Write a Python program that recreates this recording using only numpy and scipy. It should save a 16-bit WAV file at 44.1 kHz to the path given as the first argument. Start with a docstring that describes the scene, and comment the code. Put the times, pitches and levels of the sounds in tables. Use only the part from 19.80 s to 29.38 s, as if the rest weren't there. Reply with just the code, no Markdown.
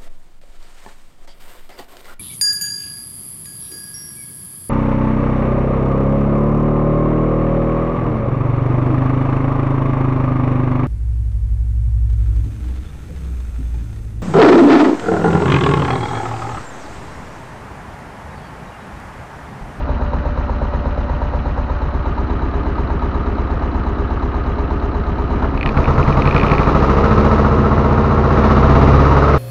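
"""Inside the steel cab of an old diesel tractor. The engine idles lumpily, with one hard knock per cycle,
while the microphone moves from the seat up to the dashboard; then it is opened up in two steps to full speed.
Firings make the cab air boom, clicks of combustion and valve gear ring in its panels,
and struck modes make a loose part rattle as the speed passes through.
Filtered noise adds a low rumble at the microphone and short bright overload ticks."""
import sys
import numpy as np
from scipy import signal
from scipy.fft import rfft, irfft, next_fast_len
from scipy.io import wavfile
from scipy.ndimage import uniform_filter1d, minimum_filter1d

SR = 44100
rng = np.random.default_rng(int(sys.argv[2]) if len(sys.argv) > 2 else 0)


def dump(signal):
    """Clip the signal to [-1, 1] and save it as 16-bit WAV at the path in sys.argv[1]."""
    limited = np.clip(np.atleast_2d(signal).T, -1, 1)
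    pcm = np.round(limited * 32767).astype(np.int16)
    wavfile.write(sys.argv[1], SR, pcm)


N = 422478
T = np.arange(N) / SR
SIZE = next_fast_len(N + SR // 2, real=True)
HZ = np.maximum(np.arange(SIZE // 2 + 1) * SR / SIZE, 1)


def from_db(db):
    """Decibels to gain."""
    return 10 ** (np.asarray(db) / 20)


def ramp(start, end):
    """A change from 0 to 1 between two moments in seconds."""
    return np.clip((T - start) / (end - start), 0, 1)


def cut(x, hz, kind, order=2):
    """Butterworth filter."""
    return signal.sosfilt(signal.butter(order, hz, kind, fs=SR, output="sos"), x)


def drift(rate):
    """Chance values of spread about 1, drawn at this rate per second and joined by straight lines."""
    points = rng.standard_normal(int(T[-1] * rate) + 2)
    return np.interp(T * rate, np.arange(len(points)), points)


def local_rms(x, floor):
    """Rms over 0.36 s, a few engine cycles."""
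    return np.sqrt(uniform_filter1d(x * x, size=15900) + floor)


def steady(x):
    """Scale to rms 1 over a few engine cycles."""
    return x / local_rms(x, 1e-12)


def causal(level_db):
    """Minimum-phase response with these levels: a body rings only after it is struck."""
    cepstrum = irfft(np.log(from_db(level_db)))
    half = len(cepstrum) // 2
    cepstrum[1:half] *= 2
    cepstrum[half + 1:] = 0
    return np.exp(rfft(cepstrum))


def peaks(modes):
    """Level in dB that a set of resonances adds at each frequency."""
    return sum(peak_db / (1 + (2 * (HZ - centre) / width) ** 2) for centre, width, peak_db in modes)


def ring(clicks, modes, uneven_db):
    """Each click sets all modes ringing as decaying sines, with new strengths every time."""
    out, at = np.zeros(N), np.flatnonzero(clicks)
    for hz, level_db, t60 in modes:
        force = np.full(N, 1e-18)
        force[at] = clicks[at] * from_db(level_db + uneven_db * rng.standard_normal(len(at)))
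        radius = from_db(-60 / (t60 * SR))
        angle = 2 * np.pi * hz / SR
        poles = [1, -2 * radius * np.cos(angle), radius * radius]
        out += signal.lfilter([0, np.sin(angle)], poles, force)
    return out


def scatter(x, echo, spread_s):
    """Quick reflections between bare walls, as four allpass echoes, smear each click without colouring it."""
    lags_s = spread_s * np.geomspace(1 / 4, 1, 4) * rng.uniform(.85, 1.16, 4)
    for lag in (lags_s * SR).astype(int) + 1:
        taps = np.r_[-echo, np.zeros(lag - 1), 1]
        x = signal.lfilter(taps, taps[::-1], x)
    return x


def contacts(turn, position, gain, jitter_s, uneven_db):
    """Clicks that come back at the same crank positions in every cycle, never quite alike."""
    due = np.arange(-1, int(turn[-1]) + 1)[:, None] + position
    when = np.interp(due, turn, T, left=-1, right=-1) + jitter_s * rng.standard_normal(due.shape)
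    force = gain * from_db(uneven_db * rng.standard_normal(due.shape))
    inside = (when > 0) & (when < T[-1])
    return np.bincount((when[inside] * SR).astype(int), force[inside], N)


def clicks_at(rows):
    """Clicks at listed moments; each row: start in seconds, level in dB."""
    start_s, level_db = np.transpose(rows)
    return np.bincount((start_s * SR).astype(int), from_db(level_db), N)


BUZZ_RISE_S = .0012


def buzz(clicks, band_hz, decay_s):
    """Each click sets off a dense, dying chatter within one band, its swing held between two stops."""
    fall, rise = np.exp(-1 / (SR * np.array([decay_s, BUZZ_RISE_S])))
    envelope = signal.lfilter([1 - rise], np.poly([fall, rise]), clicks + 1e-18)
    swing = cut(rng.standard_normal(N), band_hz, "bandpass", order=3)
    chatter = cut(np.sign(swing), np.array(band_hz) * [.85, 1.15], "bandpass", order=3)
    return envelope * chatter / chatter.std()


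# Engine speed. Each row: time in seconds, four-stroke cycles per second.
ENGINE_SPEED = [(0.0, 8.279), (0.57, 8.279), (1.27, 8.342), (1.97, 8.295), (5.48, 8.335), (5.68, 8.647),
                (5.9, 8.628), (6.35, 10.886), (7.05, 13.638), (7.45, 14.781), (7.65, 15.14), (8.53, 15.108),
                (9.25, 17.193), (9.58, 17.989)]
FIRST_KNOCK = .76           # cycles before crank angle zero
FULL_PULL = 4.36            # acceleration that brings nearly full fuel, cycles per s, per s
FUEL_SMOOTHING_S = 0.19


def engine_state():
    """Crank angle in cycles, speed, and how hard the engine pulls (0-1), which follows from its acceleration."""
    speed = np.interp(T, *np.transpose(ENGINE_SPEED))
    gathering = uniform_filter1d(np.gradient(speed) * SR, size=int(FUEL_SMOOTHING_S * SR) + 1)
    pull = np.tanh(np.maximum(gathering, 0) / FULL_PULL)
    return np.cumsum(speed) / SR - FIRST_KNOCK, speed, pull


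# Loudness laws of five layers. Each row: level in dB idling by the seat, dB more at the dashboard,
# dB per doubling of speed, dB more at full pull.
BOOM_LOUDNESS = (-18.5, -0.04, 0.65, 1.64)
CLATTER_LOUDNESS = (-29, 3, 8.5, 4.5)
TREBLE_LOUDNESS = (-55, -1, 10, 8.5)
KNOCK_LOUDNESS = (-24, -1.5, -2, 8.5)
RUMBLE_LOUDNESS = (-47, 1, 7.5, 7.5)
IDLE_CYCLES_PER_S = 8.3
LOUDEST_AT = 16.2           # cycles per s, above which speed adds no more loudness


def loudness(law, near, speed, pull):
    """Level in dB of a layer, from the microphone's nearness to the dashboard, speed and fuel."""
    idle_db, near_db, octave_db, pull_db = law
    octaves = np.log2(np.minimum(speed, LOUDEST_AT) / IDLE_CYCLES_PER_S)
    return idle_db + near_db * near + octave_db * octaves + pull_db * pull


def low_rumble():
    """Low wind-like rumble at the microphone: noise between 13 and 54 Hz."""
    return steady(cut(cut(rng.standard_normal(N), 54, "low", order=3), 13, "high"))


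PANEL_HZ, PANEL_DB = 582, -39.5     # pitch, and rms level about which it wavers


def singing_panel(near):
    """A panel by the seat sings a wavering sine at idle, lost as the microphone leaves the seat."""
    phase = 2 * np.pi * PANEL_HZ * T + 0.45 * drift(11)
    return np.sqrt(2) * np.sin(phase) * from_db(PANEL_DB + 2 * drift(13)) * (1 - near)


# Overload ticks, as of a recorder driven too hard at speed.
# Each row: start in seconds, level in dB before filtering.
OVERLOAD_TICKS = [(6.7165, -28), (6.735, -27), (7.0984, -31), (7.4521, -23), (8.5072, -35), (8.6998, -35),
                  (8.7118, -30), (8.8963, -29), (8.9572, -31), (9.0191, -27), (9.0794, -31), (9.1977, -29),
                  (9.2135, -30)]
TICK_HZ, TICK_DECAY_S = (1500, 5000), .0015


def overload_ticks():
    """Short, bright crackles at listed moments: dying bursts of noise that stick out of the clatter."""
    fall = np.exp(-1 / (TICK_DECAY_S * SR))
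    envelope = signal.lfilter([1], [1, -fall], clicks_at(OVERLOAD_TICKS) + 1e-18)
    crackle = cut(envelope * rng.standard_normal(N), TICK_HZ, "bandpass")
    return cut(crackle, 12500, "low", order=8)


# Strikes of a loose metal part. Each row: start in seconds, strike level in dB before it rings.
LOOSE_STRIKES = [(5.7758, -20), (5.811, -18), (5.8297, -13.5), (5.861, -11), (5.8745, -19), (5.891, -15.5),
                 (5.975, -18.5), (6.043, -21), (6.0565, -21.5), (6.229, -20.5), (6.266, -24), (6.2775, -26),
                 (6.326, -19), (6.421, -14), (6.455, -17), (6.475, -14), (6.492, -20), (6.5107, -14),
                 (6.5265, -23), (6.5457, -14.5), (6.564, -13), (6.58, -13), (6.598, -13), (6.613, -17),
                 (6.633, -12.5), (6.6655, -15), (6.684, -19), (6.699, -17), (6.711, -21), (6.717, -14),
                 (6.736, -16), (6.751, -17), (6.782, -15.5), (6.793, -20), (6.832, -19), (6.861, -25)]
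# Modes of the loose part. Each row: frequency in Hz, relative level in dB, t60 in seconds.
LOOSE_PART_MODES = [(1960, -11, 0.013), (2310, -6.5, 0.015), (2450, -2, 0.017), (2540, -8.5, .013),
                    (2830, -13.5, .012), (3530, -13, .008), (4050, -16, 0.0079), (4250, -14.5, .009),
                    (8650, -7.5, 0.005), (9000, -8, .004)]
BOUNCE_DECAY_S, BOUNCE_DB = .003, -2.5      # level against the strike


def rattle():
    """Each strike of the loose part is one firm click and a burst of tiny bounces, a few milliseconds long."""
    clicks = np.zeros(N)
    after = np.arange(400) / SR
    for start_s, level_db in LOOSE_STRIKES:
        bounces = rng.standard_normal(len(after)) * np.exp(-after / BOUNCE_DECAY_S)
        burst = (after == 0) + from_db(BOUNCE_DB) * bounces / np.linalg.norm(bounces)
        first = round(start_s * SR)
        clicks[first:first + len(after)] += from_db(level_db) * burst
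    ringing = ring(clicks, LOOSE_PART_MODES, uneven_db=0.3)
    return from_db(-2.5) * cut(ringing, 3750, "low", order=3)


# The first gulp of fuel. Each row: start in seconds, relative level in dB.
FUEL_GULPS = [(5.594, -25), (5.622, -21), (5.642, -19)]


def gulp():
    """A broad, stumbling thump of the cab as the first extra fuel burns."""
    return buzz(clicks_at(FUEL_GULPS), (220, 1300), decay_s=0.013)


# Injectors, valve gear and loose sheet metal. Each row: position in the cycle 0-1, centre in Hz, width in Hz,
# decay in seconds, then relative level in dB by the seat, at the dashboard, pulling, running free.
CRANK_BUZZES = [(0.97, 3970, 400, .013, -49, -46, -49, -50.5), (0.86, 3970, 330, .008, -58, -54, -57, -50),
                (.76, 4000, 700, .0025, -53, -42, -54, -49), (.78, 2600, 1200, .003, -49, -41, -37, -37),
                (.17, 6350, 1100, 0.014, -59.5, -59, -56, -57.5),
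                (.99, 6000, 1400, .012, -63, -59.5, -55, -57.5),
                (0.43, 2700, 1000, 0.016, -43.5, -44, -41, -41.5),
                (0.97, 1950, 1100, 0.006, -48, -43, -22, -41.5),
                (.76, 1150, 650, 0.0035, -29, -23.5, -19, -24),
                (0.99, 850, 230, 0.007, -28, -26, -23, -26.5), (0.03, 930, 130, .016, -32, -26, -25, -26),
                (.15, 1230, 260, .011, -36.5, -33, -16.5, -22), (.0, 1230, 330, 0.008, -42, -32, -16, -16),
                (.29, 400, 212, .013, -32, -27, -21.5, -20), (.5, 1250, 200, .012, -38, -30, -32, -32),
                (.55, 4900, 2400, .012, -62, -64, -45, -51), (.99, 10300, 2600, .025, -73, -78, -71, -77)]
# Firings thud in the floor and bulkhead. Each row: position in the cycle 0-1, frequency in Hz,
# t60 in seconds, then level in dB before filtering by the seat, at the dashboard, pulling, running free.
FLOOR_THUDS = [(0.99, 275, .06, -23.5, -29, -16, -24), (.18, 235, 0.068, -26, -22.5, -22, -23.5),
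               (.41, 165, 0.057, -20.5, -17.5, -22.5, -24), (0.01, 165, 0.044, -29, -33, -11.5, -20.5)]


def fittings(turn, states):
    """Buzzes and thuds come round with the crank; their strength follows the listening place and engine state."""
    out = 0
    for at, hz, width_hz, decay_s, *level_db in CRANK_BUZZES:
        strikes = contacts(turn, np.array([at]), 0.94, jitter_s=0.00055, uneven_db=1)
        strikes = strikes * (from_db(level_db) @ states)
        band_hz = [max(hz - width_hz / 2, 50), hz + width_hz / 2]
        out = out + buzz(strikes, band_hz, decay_s)
    for at, hz, t60, *level_db in FLOOR_THUDS:
        strikes = contacts(turn, np.array([at]), 1, jitter_s=.0005, uneven_db=2.0)
        strikes = strikes * (from_db(level_db) @ states)
        out = out + cut(ring(strikes, [(hz, 0, t60)], uneven_db=1.5), [130, 500], "bandpass")
    return out


# Lesser contacts in each cycle. 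Each row: position in the cycle 0-1, relative dB idling, running fast.
LESSER_KNOCKS = [(.02, -3, -1.5), (.08, -4.5, -6), (0.249, -3, -17.5), (.50, 1, -7), (0.699, -18, 0),
                 (0.789, 0, -10), (0.879, -2, -4)]
# Swell of the clatter over a cycle. Each row: position in the cycle 0-1, dB idling, under load.
CYCLE_SWELL = [(.0, 1.3, 2.5), (.18, 1.6, 2), (.36, .3, 1.2), (.5, -1, -1), (.66, -1.9, -2.5),
               (.8, -.7, -1.5), (.94, -1.5, -3.5)]
COASTING_SWELL = 0.35               # share of the swell left when running fast without pulling
GRIT_DB, GRIT_PER_S = 1.8, 450      # roughness of the rush of gas under load, and the rate of its grain


def clatter(turn, load, pull):
    """Combustion, many small valve and gear contacts, and a rush of gas that comes in gusts under load."""
    position, idle_db, load_db = np.transpose(CYCLE_SWELL)
    idle_swell_db = np.interp(turn, position, idle_db, period=1)
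    load_swell_db = np.interp(turn, position, load_db, period=1)
    swell = from_db((1 - load) * idle_swell_db + load * load_swell_db)
    swell = swell ** (1 - (1 - COASTING_SWELL) * load * (1 - pull))
    knocks = 0
    for at, idle, fast in LESSER_KNOCKS:
        clicks = contacts(turn, np.array([at]), 1, jitter_s=.0002, uneven_db=0.8)
        knocks = knocks + clicks * from_db(idle + load * (fast - idle))
    knocks = steady(scatter(cut(knocks, 1600, "low"), echo=0.5, spread_s=.0045))
    small = contacts(turn, rng.random(320), rng.choice([-1, 1], 320), jitter_s=.00007, uneven_db=2.5)
    grit = from_db(load * (GRIT_DB * drift(GRIT_PER_S) - .5))
    rush = rng.standard_normal(N) * swell ** load * grit
    return swell * steady(small) + from_db(-4.0) * rush + from_db(-13.5 - 1.6 * load) * knocks


# Colour of the clatter from the seat, at the dashboard and at speed. Each row: Hz, relative dB per Hz.
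SEAT_COLOUR = [(100, -16), (170, -5.5), (260, -6), (450, -11.5), (750, -15.5), (1300, -11.5), (1600, -19.5),
               (2400, -34), (3200, -47), (4200, -48), (6000, -51.5), (7200, -61.5), (10000, -76),
               (15000, -73)]
DASH_COLOUR = [(100, 11.5), (170, -13), (260, -9.5), (450, -20.5), (750, -28.5), (1300, -28.5),
               (1600, -27.5), (2400, -40), (3200, -51), (4200, -51.5), (6000, -58), (7200, -68),
               (10000, -78.5), (15000, -80)]
FAST_COLOUR = [(100, 4.5), (170, -23.5), (260, -24.5), (450, -19.5), (750, -35), (1300, -32), (1600, -42),
               (2400, -49.5), (3200, -62), (4200, -62), (6000, -67.5), (7200, -76), (10000, -88.5),
               (12300, -89), (13500, -97.5)]
# Panel and air resonances that stand out in each case. Each row: centre in Hz, width in Hz, peak in dB.
SEAT_RESONANCES = [(245, 55, 7.5), (498, 18, 4.5), (587.5, 32, 9.5), (708, 73, 6), (808, 30, 5.5),
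                   (936, 130, 6.5), (1900, 80, 5.5), (2430, 23, 6.5), (2900, 570, 6), (4000, 620, 9.5)]
DASH_RESONANCES = [(319, 68, 3.7), (409.8, 20.3, 10), (512, 110, 3.2), (690, 120, 9.5), (837, 79, 5.4),
                   (942, 110, 7), (1080, 52, 5.8), (1227, 158, 12.4), (2960, 480, 5), (3950, 270, 8)]
FAST_RESONANCES = [(207, 18, 7.9), (277.6, 21, 7), (660, 70, 7.5), (808, 140, 8.5), (942, 57, 6.8),
                   (1072, 150, 6.6), (1264, 230, 5.9), (1840, 560, 5), (2830, 240, 4), (3870, 660, 5.3)]


def cab(drive, colour, modes):
    """A drive heard through the cab's resonances, scaled by their power between 220 and 1800 Hz."""
    hz, db = np.transpose(colour)
    level_db = np.interp(np.log(HZ), np.log(hz), db) + peaks(modes)
    mids = (HZ > 220) & (HZ < 1800)
    midrange = np.sqrt(np.mean(from_db(level_db) ** 2 * mids))
    return irfft(drive * causal(level_db), SIZE)[:N] / midrange


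def clatter_in_cab(turn, near, load, pull, clatter_db, treble_db):
    """The panels colour the clatter by place and speed; harder combustion brightens it."""
    drive = rfft(cut(steady(clatter(turn, load, pull)), 171.7, "high", order=4), SIZE)
    seat = cab(drive, SEAT_COLOUR, SEAT_RESONANCES)
    dash = cab(drive, DASH_COLOUR, DASH_RESONANCES)
    idling = (1 - near) * seat + near * dash
    panels = (1 - load) * idling + load * cab(drive, FAST_COLOUR, FAST_RESONANCES)
    body = cut(panels, 3000, "low", order=4) * from_db(clatter_db)
    treble_rms = local_rms(cut(panels, 3300, "high", order=8), 1e-14)
    top = cut(panels, 2880, "high", order=4) / treble_rms * from_db(treble_db)
    return body + top


# Sheet metal rung by the one hard knock of each cycle. Each row: frequency in Hz,
# relative dB from the seat, relative dB at the dashboard, t60 in seconds.
SHEET_METAL_MODES = [(374, -17.5, -8, 0.063), (527, 1, -11.5, 0.079), (579, -2, -14, 0.062),
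                     (907, -7, -3, 0.09), (941, 2, -3.5, 0.064)]
KNOCK_AT = .992             # place in the cycle, 0-1


def hard_knock(turn, near, level_db):
    """One cylinder knocks once a cycle, a blunt blow that rings the sheet metal."""
    blows = contacts(turn, np.array([KNOCK_AT]), 1, jitter_s=.0003, uneven_db=.4) * from_db(level_db)
    modes = np.array(SHEET_METAL_MODES)
    seat = ring(blows, modes[:, [0, 1, 3]], uneven_db=.5)
    dash = ring(blows, modes[:, [0, 2, 3]], uneven_db=.5)
    ringing = cut((1 - near) * seat + near * dash, 1100, "low", order=4)
    return scatter(ringing, echo=0.2, spread_s=0.000765)


CRACK_HZ, CRACK_DELAY_S = (430, 1050), .0015        # delay at idle speed
CRACK_SEAT_DB, CRACK_DASH_DB = -16, -24             # highest peak


def crack(turn, near, load):
    """The blunt front of the idle knock, nearly alike in every cycle; it is lost once the throttle opens."""
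    late = turn - CRACK_DELAY_S * IDLE_CYCLES_PER_S
    blows = contacts(late, np.array([KNOCK_AT]), 1, jitter_s=.0002, uneven_db=.5)
    cracks = cut(blows, CRACK_HZ, "bandpass", order=4)
    peak_db = CRACK_SEAT_DB + near * (CRACK_DASH_DB - CRACK_SEAT_DB)
    return cracks / np.abs(cracks).max() * (1 - load) * from_db(peak_db)


# Orders of the cab boom. Each row: multiple of the cycle rate, relative dB idling, pulling, running free.
BOOM_ORDERS = [(2, -44, -3.5, 1), (3, -4.5, 6.5, 1), (4, 4, 6, 5.5), (5, 3.5, 0, 0), (6, -9.5, -15, -3.5),
               (7, 4, -4, -4), (8, -7, -2, -1), (9, -5.5, -5, -4), (10, -15.5, -12, -10),
               (11, -12, -10, -9), (12, -5, -4.5, -6), (13, -26, -8, -16), (14, -16.5, -7, -4.5),
               (15, -17.5, -11, -7), (16, -20.5, -12.5, -16), (17, -36, -14, -20), (18, -25, -21.5, -21),
               (19, -21.5, -18, -17), (20, -21, -16, -12), (22, -45, -23, -1), (25, -45, -24, -5),
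               (28, -45, -16, -1), (29, -45, -16, -1)]
# Where in the cycle the pressure wave sets in (0-1): idling, pulling, running free.
BOOM_ONSETS = (.05, -.005, .005)
# Standing waves of the cab air, and a null between the lowest two.
# Each row: centre in Hz, width in Hz, peak in dB.
CAB_AIR_MODES = [(76.7, 33, 13.5), (99, 18, -6), (140.9, 45, 17.5), (217.4, 21, 17), (285, 31, 12.5)]
FIRING_STRAY = 0.0011               # spread under load, share of a cycle
GAS_DB, GAS_RISE_DB = -21.5, 6.5    # gas noise before the standing waves: idling, and more above idle
SPIN_UP_S = (5.9, 7.0)              # from, to: running free takes hold and the fittings shake harder


def boom(turn, load, pull):
    """Unequal firings make one lopsided pressure wave per cycle; its orders sweep through standing waves."""
    multiples, *states = np.transpose(BOOM_ORDERS)
    multiples = multiples.astype(int)
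    straying = turn + FIRING_STRAY * load * drift(45)
    free = load * (1 - pull) * ramp(*SPIN_UP_S) ** 2
    push = 0
    for order_db, at, share in zip(states, BOOM_ONSETS, [1 - load, load - free, free]):
        level_db = np.full(257, -45.)
        level_db[multiples] = order_db
        wave = irfft(causal(level_db) * np.isin(np.arange(len(level_db)), multiples))
        cycle = np.arange(len(wave)) / len(wave)
        push = push + share * np.interp(straying - at, cycle, wave / wave.std(), period=1)
    # turbulent gas flow stirs the same standing waves
    gas = steady(cut(cut(rng.standard_normal(N), 300, "low", order=4), 42, "high"))
    push = cut(push, 1500, "low") + gas * from_db(GAS_DB + GAS_RISE_DB * load)
    return steady(irfft(rfft(push, SIZE) * causal(peaks(CAB_AIR_MODES)), SIZE)[:N])


MIC_MOVE_S = (1.82, 2.51)           # from, to: seat to dashboard
OPEN_UP_S = (5.65, 6.0)             # from, to: the throttle leaves idle
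RUMBLE_AT, RUMBLE_WIDTH = 16.63, 1                  # engine speed of the strongest rumble, cycles per s
RUMBLE_BOOM_DB, RUMBLE_RISE_DB = 5, 13              # rise of the boom and of the rumble at that speed
KNOCK_SOFTENS_DB, BOOM_FILLS_DB = 9, 3.5            # change of hard knock and boom above idle


def scene():
    """One crank angle drives the boom, the clatter and the knocks; speed and fuel set their loudness."""
    turn, speed, pull = engine_state()
    near, load = ramp(*MIC_MOVE_S), ramp(*OPEN_UP_S)
    at_rumble_speed = np.exp(-((speed - RUMBLE_AT) / RUMBLE_WIDTH) ** 2)
    laws = (BOOM_LOUDNESS, CLATTER_LOUDNESS, TREBLE_LOUDNESS, KNOCK_LOUDNESS, RUMBLE_LOUDNESS)
    levels_db = [loudness(law, near, speed, pull) for law in laws]
    boom_db, clatter_db, treble_db, knock_db, rumble_db = levels_db
    # shares of: idling by the seat, idling at the dashboard, pulling, running free
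    states = np.array([(1 - load) * (1 - near), (1 - load) * near,
                       load * pull, load * (1 - pull) * ramp(*SPIN_UP_S)])
    rumbling = from_db(rumble_db + RUMBLE_RISE_DB * at_rumble_speed) * low_rumble()
    details = singing_panel(near) + overload_ticks() + rattle() + gulp() + fittings(turn, states)
    clattering = clatter_in_cab(turn, near, load, pull, clatter_db, treble_db)
    knocking = hard_knock(turn, near, knock_db - KNOCK_SOFTENS_DB * load) + crack(turn, near, load)
    boom_db = boom_db + BOOM_FILLS_DB * load + RUMBLE_BOOM_DB * at_rumble_speed
    booming = from_db(boom_db) * boom(turn, load, pull)
    return (rumbling + details + clattering + knocking + booming)[None]


CUTOFF_HZ = 16400


def record(dry):
    """The microphone has a notch near 8 kHz; a fast limiter holds the highest peaks; the top is cut."""
    hollow = cut(dry, [7300, 8550], "bandstop")
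    # the gain eases over 177 samples, 4 ms
    allowed = minimum_filter1d(.95 / np.maximum(np.abs(hollow), .95), size=177)
    limited = hollow * uniform_filter1d(allowed, size=177)
    return signal.sosfilt(signal.cheby2(12, 60, CUTOFF_HZ, fs=SR, output="sos"), limited)


dry = scene()
out = record(dry)
dump(out)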